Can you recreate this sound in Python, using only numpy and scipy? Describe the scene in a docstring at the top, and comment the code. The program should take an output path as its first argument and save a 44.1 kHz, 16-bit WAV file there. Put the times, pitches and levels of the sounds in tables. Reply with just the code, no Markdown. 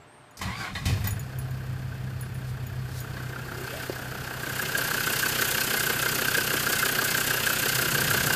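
"""Five-cylinder diesel start

A small bird twitters, then a geared starter grinds and whines and a diesel catches and settles to a steady
idle. Keys jingle, the body takes blows, and a door hinge groans as the listener climbs out to the open bay.
Crank-locked orders make the boom; pulsed noise and struck modes make growl, knock, clatter and hiss.
Decaying sines and noise bursts make the metal; whistles, a pump hum, wind and traffic air fill the rest."""
import sys
import numpy as np
from scipy import signal
from scipy.fft import rfft, irfft, next_fast_len
from scipy.io import wavfile

SR = 44100
rng = np.random.default_rng(int(sys.argv[2]) if len(sys.argv) > 2 else 0)


def dump_mix(stems):
    """Bounce the given channels to the path in sys.argv[1] as a 16-bit WAV at rate SR."""
    frames = np.atleast_2d(stems).T  # one column per channel
    limited = np.clip(frames, -1, 1)  # hard clip at full scale
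    pcm = np.round(limited * 32767).astype(np.int16)
    wavfile.write(sys.argv[1], SR, pcm)


N = 368235
T = np.arange(N) / SR


def amp(db):
    """Turn dB into linear gain."""
    return 10 ** (np.asarray(db) / 20)


def unit(x):
    """Scale to rms 1."""
    return x / np.sqrt(np.mean(x ** 2) + 1e-20)


def curves(rows):
    """Automation lanes: columns joined by straight lines in time."""
    time_s, *columns = np.transpose(rows)
    return [np.interp(T, time_s, column) for column in columns]


def noise(spectrum):
    """Steady noise of the given colour, rms 1."""
    hz, db = np.transpose(spectrum)
    size = next_fast_len(N)
    grid = np.maximum(np.fft.rfftfreq(size, 1 / SR), 1)
    gain = amp(np.interp(np.log(grid), np.log(hz), db, left=-90, right=-90))
    return unit(irfft(gain * rfft(rng.standard_normal(size)))[:N])


def resonate(x, hz, width_hz):
    """Two-pole resonance, gain 1 on top."""
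    r = np.exp(-np.pi * width_hz / SR)
    feedback = [1, -2 * r * np.cos(2 * np.pi * hz / SR), r * r]
    return signal.lfilter([(1 - r * r) / 2, 0, (r * r - 1) / 2], feedback, x + 1e-18)


def wander(hz, width_hz):
    """Narrow-band random modulation, rms 1."""
    return unit(resonate(rng.standard_normal(N), hz, width_hz))


def decay(start_s, t60):
    """Sudden start and exponential fall, cut off after two decay times."""
    fall = amp(-60 * np.clip(T - start_s, 0, 2 * t60) / t60)
    return (T >= start_s) * fall * (T < start_s + 2 * t60)


def ring(start_s, hz, t60):
    """A sine struck at start_s, dying away."""
    return decay(start_s, t60) * np.sin(2 * np.pi * hz * (T - start_s))


def heard(cab, bay, outside):
    """Equal-power fade from noise of the cab's colour to noise of the open bay's."""
    return np.sqrt(1 - outside) * noise(cab) + np.sqrt(outside) * noise(bay)


def swells(rows):
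    """Gain of separate swells, each rising to its top and falling in straight dB lines."""
    return sum(amp(db - np.where(T < top_s, rise * (top_s - T), fall * (T - top_s)))
               for top_s, db, rise, fall in rows)


# share of the engine heard in the open: (time [s], share [0-1])
OUTSIDE_SHARE = [(2.8, 0), (3.3, 0.2), (4.2, 0.34), (4.8, 0.71)]
# cab to bay: (time [s], boom level [dB], screening of the middle, of the treble [1 in cab, 0 over bay])
LISTENER_PATH = [(.9, -24, 1, 0.98), (1.04, -31, 0.91, 0.75), (1.22, -32.5, 1, 0.97),
                 (1.31, -40.5, .9, 0.98), (1.38, -32.5, 0.93, 0.98), (2.1, -34.5, 0.98, 1),
                 (2.8, -35, 0.98, 0.95), (3.14, -36.5, 0.73, 0.8), (3.5, -38, 0.53, 0.69),
                 (3.75, -40.5, 0.46, 0.48), (3.9, -41, .5, 0.54), (4.1, -39, 0.43, 0.59),
                 (4.35, -40.5, 0.33, .47), (4.55, -40.5, 0.19, 0.25), (4.8, -40.5, -0.0037, 0.075),
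                 (5.36, -41, 0.016, -0.032), (6.25, -40, -0.027, 0.0092), (7.6, -40, -0.023, -0.03),
                 (8.35, -37.5, -0.15, -0.043)]
# growl, knock, clatter, hiss: (level over the bay [dB], loss in the cab [dB], extra at the catch [dB])
LAYER_LEVELS = [(-34, 16.5, 22), (-32, 22, -6), (-27.5, 27.5, 22), (-27.5, 33.5, 5)]


def engine():
    """Crank-locked layers, balanced by how much of the cab screens the listener."""
    boom_db, middle, treble = curves(LISTENER_PATH)
    outside = np.clip(curves(OUTSIDE_SHARE)[0], 0, 1)
    count = crank()
    surge = np.exp(-np.maximum(T - .9, 0) / 0.051)   # the catch dies away
    growl_db, knock_db, clatter_db, hiss_db = [
        level_db - lost_db * screen + catch_db * surge
        for screen, (level_db, lost_db, catch_db) in zip([middle, middle, treble, treble], LAYER_LEVELS)]
    white = rng.standard_normal(N)   # shared by knock, covers and spray
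    mix = amp(boom_db) * engine_boom(count, outside)
    mix = mix + amp(growl_db) * engine_growl(count, outside)
    mix = mix + amp(knock_db) * combustion_knock(count, outside, white)
    mix = mix + knock_rings(count, outside, knock_db)
    mix = mix + amp(clatter_db) * valve_clatter(count, outside, white)
    mix = mix + amp(hiss_db) * injector_hiss(count, outside, white)
    running = np.clip((T - .87) / 0.088, 0, 1)
    return running * mix


# idle speed in firings per second: a slow catch, then a fast idle that settles
CATCH_S, CATCH_RATE, SETTLED_S = .86, 25.54, 1.2
IDLE_RATE, COLD_EXTRA_RATE, SETTLE_S = 30.9436, 1.5126, 3.3096   # SETTLE_S is a time constant
FIRST_FIRING = 28   # count at the catch; multiples of five fall on the first cylinder


def crank():
    """Firings so far, the integral of the firing rate; whole numbers fall on the knock."""
    since = np.maximum(T - SETTLED_S, 0)
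    catch = CATCH_RATE * np.clip(T - CATCH_S, 0, SETTLED_S - CATCH_S)
    cold = COLD_EXTRA_RATE * SETTLE_S * (1 - np.exp(-since / SETTLE_S))
    return FIRST_FIRING + catch + IDLE_RATE * since + cold


def chance():
    """One bounded random draw for each firing."""
    return np.clip(rng.standard_normal(300), -1.5, 1.5)


def pressure_jumps(count):
    """One-sample impulse as each firing's pressure jumps, and the index of the nearest firing."""
    jump = np.diff(np.floor(count + 0.0615), prepend=FIRST_FIRING)
    return jump, np.round(count).astype(int)


def strokes(count, start, rise, fall, depth_db, pattern_db, spread_db):
    """Gain over each firing: rounded rise, fall onto a floor; height set by cylinder and chance."""
    since = count - start
    firing, part = since.astype(int), since % 1
    height_db = np.asarray(pattern_db)[firing % 5] + spread_db * chance()[firing]
    shape = (1 - np.exp(-(part / rise) ** 2)) * np.exp(-(part / fall) ** 2)
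    return unit(amp(-depth_db) + shape / shape.max() * amp(height_db))


# cylinders in firing order: (boom [dB], growl [dB], clatter [dB])
CYLINDER_LEVELS = [(1, -0.5, 1.5), (2.5, 5, 3), (1.5, -3, 2), (6, -2, 0.5), (5, -0.5, 2.1)]
BOOM_PATTERN, GROWL_PATTERN, CLATTER_PATTERN = np.transpose(CYLINDER_LEVELS)


def orders(table, low, high, count, pattern_db):
    """Harmonics of the firing rate; uneven cylinders add fifth orders."""
    swell = amp(np.interp(count % 5, range(6), [*pattern_db, pattern_db[0]]))
    lines = sum(amp(db) * np.cos(2 * np.pi * k * count + 0.1558 * k * k)
                for k, db in table if low <= k < high)
    return unit(swell * lines)


# exhaust orders in the cab: (multiple of firing rate, level [dB])
CAB_ORDER_LEVELS = [(1, -18), (2, -6), (3, -1.5), (4, 6), (5, -23), (6, -18.5)]
# exhaust orders over the engine: (multiple of firing rate, level [dB])
BAY_ORDER_LEVELS = [(1, -3), (2, -10.5), (3, -5.5), (4, 3.5), (5, 4.5), (6, -26), (7, 4.5), (8, -29.5),
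                    (9, -3), (10, -11), (11, -10.5), (12, 4.5), (13, 0), (14, -4), (15, 0.5), (16, -9),
                    (17, 2.5), (18, -15)]
# fifth orders that the cab brings out: (multiple of firing rate, level [dB])
CAB_FIFTH_LEVELS = [(1.4, -22), (1.8, -18), (2.6, -9), (3.6, -13), (4.4, -13)]
# fifth orders that the bay brings out: (multiple of firing rate, level [dB])
BAY_FIFTH_LEVELS = [(2.6, -14), (3.6, -13), (4.4, -6), (4.6, -8), (5.2, -12)]
# boom noise in the cab, also under the starter: (frequency [Hz], density [dB per Hz])
CAB_BOOM_COLOUR = [(12, -60), (20, -16), (124, 4.5), (141, 1.5), (157, -6), (193, -2.5), (217, -10),
                   (260, -17), (340, -38), (570, -120)]
# noise between the orders, over the engine: (frequency [Hz], density [dB per Hz])
BAY_BOOM_COLOUR = [(12, -41), (20, -11), (70, -2), (129, 2), (150, 10), (188, -34), (221, 0), (260, -12),
                   (340, -40), (570, -120)]


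def engine_boom(count, outside):
    """Low exhaust orders repeat with the crank over a bed of low noise."""
    cab = orders([*CAB_ORDER_LEVELS, *CAB_FIFTH_LEVELS], 1, 7, count, BOOM_PATTERN)
    bay = orders([*BAY_ORDER_LEVELS, *BAY_FIFTH_LEVELS], 1, 7, count, BOOM_PATTERN)
    lines = (1 - outside) * cab + outside * bay
    bed = heard(CAB_BOOM_COLOUR, BAY_BOOM_COLOUR, outside)
    return unit(lines + amp(-5 - 1.5 * outside) * bed)


# growl in the cab: (frequency [Hz], density [dB per Hz])
CAB_GROWL_COLOUR = [(110, -45), (190, -7), (226, -12), (254, -7), (327, -11), (421, -10), (546, -12.5),
                    (573, -28), (650, -11), (956, -18.5), (1250, -16.5), (1620, -51), (2750, -120)]
# growl over the engine: (frequency [Hz], density [dB per Hz])
BAY_GROWL_COLOUR = [(110, -39), (190, -26.5), (211, -3), (330, -3), (399, -0.5), (655, -5), (1040, -4.5),
                    (1250, -5), (1620, -1), (2750, -120)]
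# low panels thumped by each firing: (frequency [Hz], width [Hz], level [dB])
SUMP_MODES = [(399.5, 20, 8), (483, 40, -2.5), (253, 67, -2.5)]


def engine_growl(count, outside):
    """Noise pulsed by each firing, joined in the open by higher orders and thumped low panels."""
    pulsed = heard(CAB_GROWL_COLOUR, BAY_GROWL_COLOUR, outside)
    pulsed = pulsed * strokes(count, -0.24, .12, 0.65, -3 + 9 * outside, GROWL_PATTERN, 0.51)
    jump, firing = pressure_jumps(count)
    thump = 0
    for hz, width_hz, db in SUMP_MODES:
        hit = jump * amp(2 * GROWL_PATTERN[firing % 5] + chance()[firing])
        thump = thump + amp(db) * resonate(hit, hz, width_hz)
    thump = unit(resonate(unit(thump), 336, 530))   # a soft contact has no crack
    upper = orders(BAY_ORDER_LEVELS, 7, 19, count, GROWL_PATTERN)
    return unit(pulsed + outside * (amp(-4.5) * upper + amp(-8) * thump))


# knock strength in firing order: level [dB]
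KNOCK_PATTERN = np.array([0, -2, -3.5, -6, -8])
# engine block under the knock: (frequency [Hz], width [Hz], level [dB])
BLOCK_MODES = [(1213, 250, -8.5), (1403, 48, -6.5), (1498, 42, -4.5), (1547, 82, -2), (1661, 52, -5.5),
               (1802, 160, -14.5)]


def combustion_knock(count, outside, white):
    """The pressure jump is a sharp click in a short burst; each block mode answers in its own strength."""
    jump, firing = pressure_jumps(count)
    click = np.sqrt(SR / 31) * jump * amp(KNOCK_PATTERN[firing % 5])
    knock = 0
    for k, (hz, width_hz, db) in enumerate(BLOCK_MODES):
        burst = white * strokes(count, -.27, .14, .3, 10 + 5 * outside, KNOCK_PATTERN * 1.3, 1.2)
        uneven_click = click * amp(2.5 * chance())[firing]
        mode = unit(resonate(burst + amp(-6) * outside * uneven_click, hz, width_hz))
        knock = knock + (-1) ** k * amp(db) * mode   # neighbouring modes in opposite phase
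    return unit(resonate(knock, 1515, 1000))   # the block radiates little outside this band


# the note each cylinder's knock rings, in firing order: (doorway frequency [Hz], bay frequency [Hz],
# lead [firings], level over the knock in the cab [dB], from the doorway [dB], over the bay [dB])
KNOCK_NOTES = [(1620, 1600, .17, 15, 15, 18), (1420, 1560, .08, 14, 19, 14), (1600, 1560, .15, 12, 15, 14),
               (1550, 1545, .12, -5, 3, 10), (1500, 1420, .12, -5, 3, 8)]
# the hardest firings: (time [s], extra level [dB])
HARD_FIRINGS = [(3.17, 13), (4.751, 7), (4.817, 9), (4.945, 6), (5.006, 10), (5.103, 2), (5.421, 9),
                (6.286, 7)]
RING_T60_S, RING_RISE_S = .027, .002
RING_SPREAD_DB, RING_SPREAD_HZ = 1.5, 28
CAB_RING_HZ = 1630   # the bulkhead passes one note only


def knock_rings(count, outside, knock_db):
    """Once a cycle each cylinder strikes a note, a little different every time; a few strike harder."""
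    total = np.zeros(N)
    for cylinder, (door_hz, bay_hz, lead, cab_db, door_db, bay_db) in enumerate(KNOCK_NOTES):
        draws = rng.standard_normal((60, 2))
        struck = np.flatnonzero(np.diff(np.floor((count + lead - cylinder) / 5)))
        for i, (level_draw, pitch_draw) in zip(struck, draws):
            place_db = np.interp(outside[i], [0, .05, .36, .46], [cab_db, door_db, door_db, bay_db])
            top_db = knock_db[i] + place_db + RING_SPREAD_DB * level_draw
            top_db += sum(extra_db for hard_s, extra_db in HARD_FIRINGS if abs(hard_s - T[i]) < .012)
            hz = np.interp(outside[i], [.03, .06, .40, .44], [CAB_RING_HZ, door_hz, door_hz, bay_hz])
            hz += RING_SPREAD_HZ * pitch_draw
            t = T[:min(int(2 * RING_T60_S * SR), N - i)]
            envelope = amp(top_db - 60 * t / RING_T60_S) * (1 - np.exp(-t / RING_RISE_S))
            total[i:i + len(t)] += envelope * np.sin(2 * np.pi * hz * t)
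    return total


# clatter in the cab: (frequency [Hz], density [dB per Hz])
CAB_CLATTER_COLOUR = [(1060, -38), (1800, 4), (2070, -5.5), (2430, -1.5), (2650, -7.5), (3600, -6),
                      (4230, -17.5), (4590, -39), (6200, -22), (8060, -63), (13600, -120)]
# clatter over the engine: (frequency [Hz], density [dB per Hz])
BAY_CLATTER_COLOUR = [(1060, -54), (1800, -4.5), (2270, -1.5), (2530, -1), (2840, 4.5), (3750, -2.5),
                      (4380, -4.5), (4890, -1), (5500, -10.5), (6200, -5.5), (8060, -17), (13600, -120)]
# valve gear and covers: (frequency [Hz], width [Hz], level [dB])
COVER_MODES = [(2099, 21, 2), (2593, 34, 3.5), (2798, 65, 4), (3090, 130, 2), (4338, 45, -0.5),
               (4630, 830, 9.5)]


def valve_clatter(count, outside, white):
    """Pulsed rattle noise; each cover resonates with its own strength at every firing."""
    rattle = heard(CAB_CLATTER_COLOUR, BAY_CLATTER_COLOUR, outside)
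    rattle = rattle * strokes(count, -0.45, 0.36, 0.52, -9 + 15 * outside, CLATTER_PATTERN, 2.7)
    clanks = 0
    for hz, width_hz, db in COVER_MODES:
        burst = white * strokes(count, -0.44, .22, 0.54, -6 + 18 * outside, CLATTER_PATTERN, 5.3)
        clanks = clanks + amp(db) * unit(resonate(burst, hz, width_hz))
    return unit(rattle + amp(-2.0) * unit(clanks))


# injector hiss: (frequency [Hz], density [dB per Hz])
HISS_COLOUR = [(3410, -8), (5800, -4.5), (7030, 1), (10700, -3), (11800, -1.5), (12400, -10.5), (14900, 3),
               (15500, -4), (15800, -18)]


def injector_hiss(count, outside, white):
    """Pulsed bright noise with a narrower spray band; injection leads the knock."""
    hiss = noise(HISS_COLOUR)
    hiss = hiss * strokes(count, -0.57, 0.19, 0.6, -9 + 16 * outside, CLATTER_PATTERN, 3.8)
    spray = white * strokes(count, -0.37, 0.45, 0.33, -3 + 16 * outside, CLATTER_PATTERN, 2.3)
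    spray = resonate(spray, 12170, 750)
    return unit(hiss + amp(-4.0) * unit(spray))


# starter gears: (time [s], pinion mesh [Hz], pinion level [dB], reduction gear [Hz], its level [dB])
GEAR_MESH = [(.42, 1066, -42, 760, -70), (.46, 948, -52, 760, -63), (.49, 975, -43, 772, -50),
             (.54, 1100, -44, 768, -65), (.58, 1154, -50, 766, -49), (.62, 1152, -46, 783, -40),
             (.66, 1077, -44, 717, -42), (.71, 1044, -51, 740, -55)]


def gear_mesh(hz, db, harmonics):
    """Meshing teeth: harmonics of the tooth rate, with uneven teeth and a stuttering load."""
    turns = np.cumsum(hz + 55 * wander(30, 200)) / SR
    stutter_db = 4 * wander(28, 43)   # the load comes and goes
    return amp(db + stutter_db) * sum(amp(g) * np.sin(2 * np.pi * k * turns) for k, g in harmonics)


# starter motor: (time [s], grinding level [dB], boom level [dB], hiss level [dB])
STARTER_LEVELS = [(0.418, -36.5, -45, -38.5), (0.456, -38.5, -28, -48), (0.546, -43, -42.5, -53.5),
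                  (0.614, -42.5, -36, -45.5), (0.658, -36.5, -52, -49), (0.728, -45.5, -31.5, -58),
                  (0.76, -55, -44, -46.5), (0.838, -44, -30.5, -54), (0.864, -40, -33, -39),
                  (0.95, -56.5, -7, -42.5)]
# grinding, and the noise of the blows: (frequency [Hz], density [dB per Hz])
CRASH_COLOUR = [(180, -40), (300, -0.5), (548, -7), (818, -4), (1250, -3.5), (1870, -4), (2500, -3),
                (2760, -7), (4220, -10.5), (6000, -32), (7800, -21), (13200, -120)]
# treble of starter and blows: (frequency [Hz], density [dB per Hz])
CRASH_TREBLE = [(2940, -24), (5000, -2), (5200, -2.5), (5610, -6), (6940, -6.5), (12800, -15), (14800, -14),
                (15800, -28)]
# bell housing and starter case, also rung by the blows: (frequency [Hz], width [Hz], level [dB])
CASE_MODES = [(750, 140, 1), (1094, 55, 1), (1650, 39, -2), (1946, 79, -0.5), (2465, 37, -4), (3060, 49, 1),
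              (3710, 110, 5.5), (4170, 90, 5.5), (4700, 90, 3), (5570, 64, -3)]


def case_rings(x):
    """The metal cases answer a noise, one resonance for each mode."""
    return sum(amp(db) * resonate(x, hz, width_hz) for hz, width_hz, db in CASE_MODES)


def starter():
    """Two gear meshes whine over grinding noise while the cab shakes."""
    grind_db, boom_db, hiss_db = curves(STARTER_LEVELS)
    pinion_hz, pinion_db, gear_hz, gear_db = curves(GEAR_MESH)
    whine = gear_mesh(pinion_hz, pinion_db, [(1, 3.0), (2, 3.5), (3, -7), (4, -23)])
    whine = whine + gear_mesh(gear_hz, gear_db, [(1, -7.0), (2, 3.5)])
    squeak = amp(-45.0) * wander(4700, 50) * np.exp(-((T - .6) / 0.043) ** 2)
    grind = noise(CRASH_COLOUR)
    grind = unit(grind + amp(-2.0) * case_rings(grind))
    mix = whine * (T < .71) + squeak + amp(grind_db) * grind
    mix = mix + amp(boom_db) * noise(CAB_BOOM_COLOUR) + amp(hiss_db) * noise(CRASH_TREBLE)
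    on = (T > .415) * np.clip((.95 - T) / 0.13, 0, 1)
    return on * mix


# blows through the body, burst and thump scaled again in the mix: (time [s], burst [dB], t60 [s],
# thump [dB], treble over burst [dB], strongest region [Hz])
BODY_BLOWS = [(0.371, -50, 0.15, -62, 7, 4930), (0.391, -45, 0.079, -52, -3, 2100),
              (0.411, -38.5, .4, -45, -13, 1090), (0.752, -30.5, 0.2, -47, -19, 1890),
              (0.855, -32, 0.37, -33, -2.5, 2500), (1.042, -38.5, 0.28, -39, -2, 1610),
              (1.07, -36.5, 0.066, -53, -10, 1095), (3.168, -43, 0.19, -53, -20, 1500)]
# body modes under each thump: (frequency [Hz], level [dB], t60 [s])
BODY_MODES = [(86.4, 10.5, 0.46), (127, -17, 0.17), (186, 6.5, 0.24), (257, -1, .15)]


def blows():
    """A burst of noise that rings the metal, and a thump in the body modes, for each blow."""
    crash, bright = noise(CRASH_COLOUR), noise(CRASH_TREBLE)
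    burst, out = 0, 0
    for start_s, db, t60, thump_db, bright_db, hz in BODY_BLOWS:
        fall = amp(db) * decay(start_s, t60)
        burst = burst + 0.57 * fall * crash + 1.4 * resonate(fall * crash, hz, 640)
        out = out + fall * amp(bright_db) * bright
        thump = sum(amp(g) * ring(start_s + 0.0053, mode_hz, d) for mode_hz, g, d in BODY_MODES)
        out = out + amp(thump_db) * thump
    return out + .5 * burst + amp(6.0) * case_rings(burst)


# dull knock on a panel: (time [s], level [dB], low mode [Hz], high mode [Hz], t60 [s])
PANEL_KNOCKS = [(3.897, -15.5, 374, 527, 0.032)]


def panel_knocks():
    """Two short-lived panel modes through one broad resonance between them."""
    out = 0
    for start_s, db, low_hz, high_hz, t60 in PANEL_KNOCKS:
        modes = ring(start_s, low_hz, t60) + 0.42 * ring(start_s, high_hz, t60)
        out = out + amp(db) * resonate(modes, (low_hz + high_hz) / 2, 570)
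    return out


# keys touching: (time [s], tick [dB], low mode [dB], middle mode [dB], high mode [dB])
KEY_TOUCHES = [(0.3099, -59, -56, -62, -68), (1.042, -45, -50, -47, -38), (1.073, -42, -35, -43, -24),
               (1.1074, -39, -34, -38, -38), (1.1947, -44, -38, -48, -40), (1.387, -41, -49, -41, -37),
               (1.508, -54, -53, -60, -48), (2.2098, -47, -50, -40, -39), (2.3441, -51, -55, -49, -48),
               (2.6676, -51, -46, -58, -41), (3.0036, -43, -41, -49, -37)]
# key modes, low to high: (frequency [Hz], t60 [s])
KEY_RINGING = [(6874, 0.076), (10000, 0.16), (13600, 0.08)]


def keys():
    """A tick and three ringing modes for each touch; a second key beats against each mode."""
    tick, out = noise([(5500, -10), (8000, -3), (15500, 0)]), 0
    for start_s, tick_db, *mode_db in KEY_TOUCHES:
        out = out + amp(tick_db) * decay(start_s, .03) * tick
        for db, (hz, t60) in zip(mode_db, KEY_RINGING):
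            second_key = 0.25 * ring(start_s, 1.02 * hz, 0.32 * t60)
            out = out + amp(db) * (ring(start_s, hz, t60) + second_key)
    return out


def waver(hz, spread_hz):
    """A sine whose pitch wanders at random."""
    return np.sin(2 * np.pi * np.cumsum(hz + spread_hz * wander(15, 60)) / SR)


# door hinge: (time [s], frequency [Hz], level [dB])
HINGE_GROAN = [(3.3, 338, -53), (3.45, 370, -51), (3.62, 355, -39.5), (3.7, 442, -47), (3.75, 630, -36),
               (3.82, 665, -51), (3.9, 666, -65)]


def hinge_groan():
    """The door hinge groans on one gliding, wavering tone."""
    hz, db = curves(HINGE_GROAN)
    return amp(db) * waver(hz, 31.0) * (T > 3.3) * (T < 3.9)


# bright swishes, perhaps cloth on the seat: (time of top [s], level [dB], rise [dB/s], fall [dB/s])
SWISH_SWELLS = [(2.5, -50.5, 250, 400), (2.99, -44, 150, 350)]


def swishes():
    """Bright noise in quick swells."""
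    return swells(SWISH_SWELLS) * noise([(2500, -21), (4000, 4), (9000, -1), (15500, -3)])


# notes of the bird: (start [s], length [s], first [Hz], middle [Hz], last pitch [Hz], level [dB])
BIRD_NOTES = [(0, 0.046, 7700, 7600, 7750, -66), (.06, 0.17, 8100, 8700, 8600, -64),
              (0.197, .12, 8500, 8400, 8500, -69), (.33, .04, 8350, 8300, 8200, -68)]


def bird():
    """A thin, fast-warbling whistle; each note swells and fades."""
    warble = 120 * np.sin(2 * np.pi * 90 * T) + 130 * wander(90, 200)   # Hz
    out = 0
    for start_s, length_s, *hz, db in BIRD_NOTES:
        part = np.clip((T - start_s) / length_s, 0, 1)
        pitch = np.interp(part, [0, .5, 1], hz) + warble
        swell = np.sqrt(2 * np.sin(np.pi * part) + 1e-12)
        out = out + amp(db) * swell * np.sin(2 * np.pi * np.cumsum(pitch) / SR)
    return out


# wind on the microphone: (time of top [s], level [dB], rise [dB/s], fall [dB/s])
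WIND_GUSTS = [(7.78, -40, 60, 10), (8.04, -35, 70, 68), (8.25, -38, 150, 135.5)]


def wind():
    """Low noise swelling as wind buffets the microphone."""
    return swells(WIND_GUSTS) * noise([(60, -20), (100, -8), (135, 1.0), (180, -10.5), (250, -14)])


# electric pump with the ignition on: (frequency [Hz], level [dB])
PUMP_TONES = [(131, -75), (597, -62)]


def pump_hum():
    """Steady electric tones that waver a little in pitch."""
    return sum(amp(db) * waver(hz, 8.7) for hz, db in PUMP_TONES)


# distant traffic: (frequency [Hz], density [dB per Hz])
TRAFFIC_COLOUR = [(20, -40), (130, 5), (165, -8), (450, -5), (560, -18), (680, -6.5), (1350, -8.5),
                  (3000, -18.5), (7000, -32), (9500, -35), (12000, -39), (15800, -40)]


def traffic_air():
    """Distant traffic as one steady bed of noise."""
    return amp(-53) * noise(TRAFFIC_COLOUR)


def scene():
    """All sources at one microphone."""
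    foreground = engine() + starter() + blows() + panel_knocks() + keys()
    details = hinge_groan() + swishes() + bird()
    background = wind() + pump_hum() + traffic_air()
    return (foreground + details + background)[None]


def record(dry):
    """The microphone drops the deepest bass; the top is cut."""
    low_cut = signal.butter(2, 15, "high", fs=SR, output="sos")
    top_cut = signal.cheby2(14, 70, 15750, fs=SR, output="sos")   # 70 dB down from 15750 Hz
    return signal.sosfilt(top_cut, signal.sosfilt(low_cut, dry))


dry = scene()
out = record(dry)
dump_mix(out)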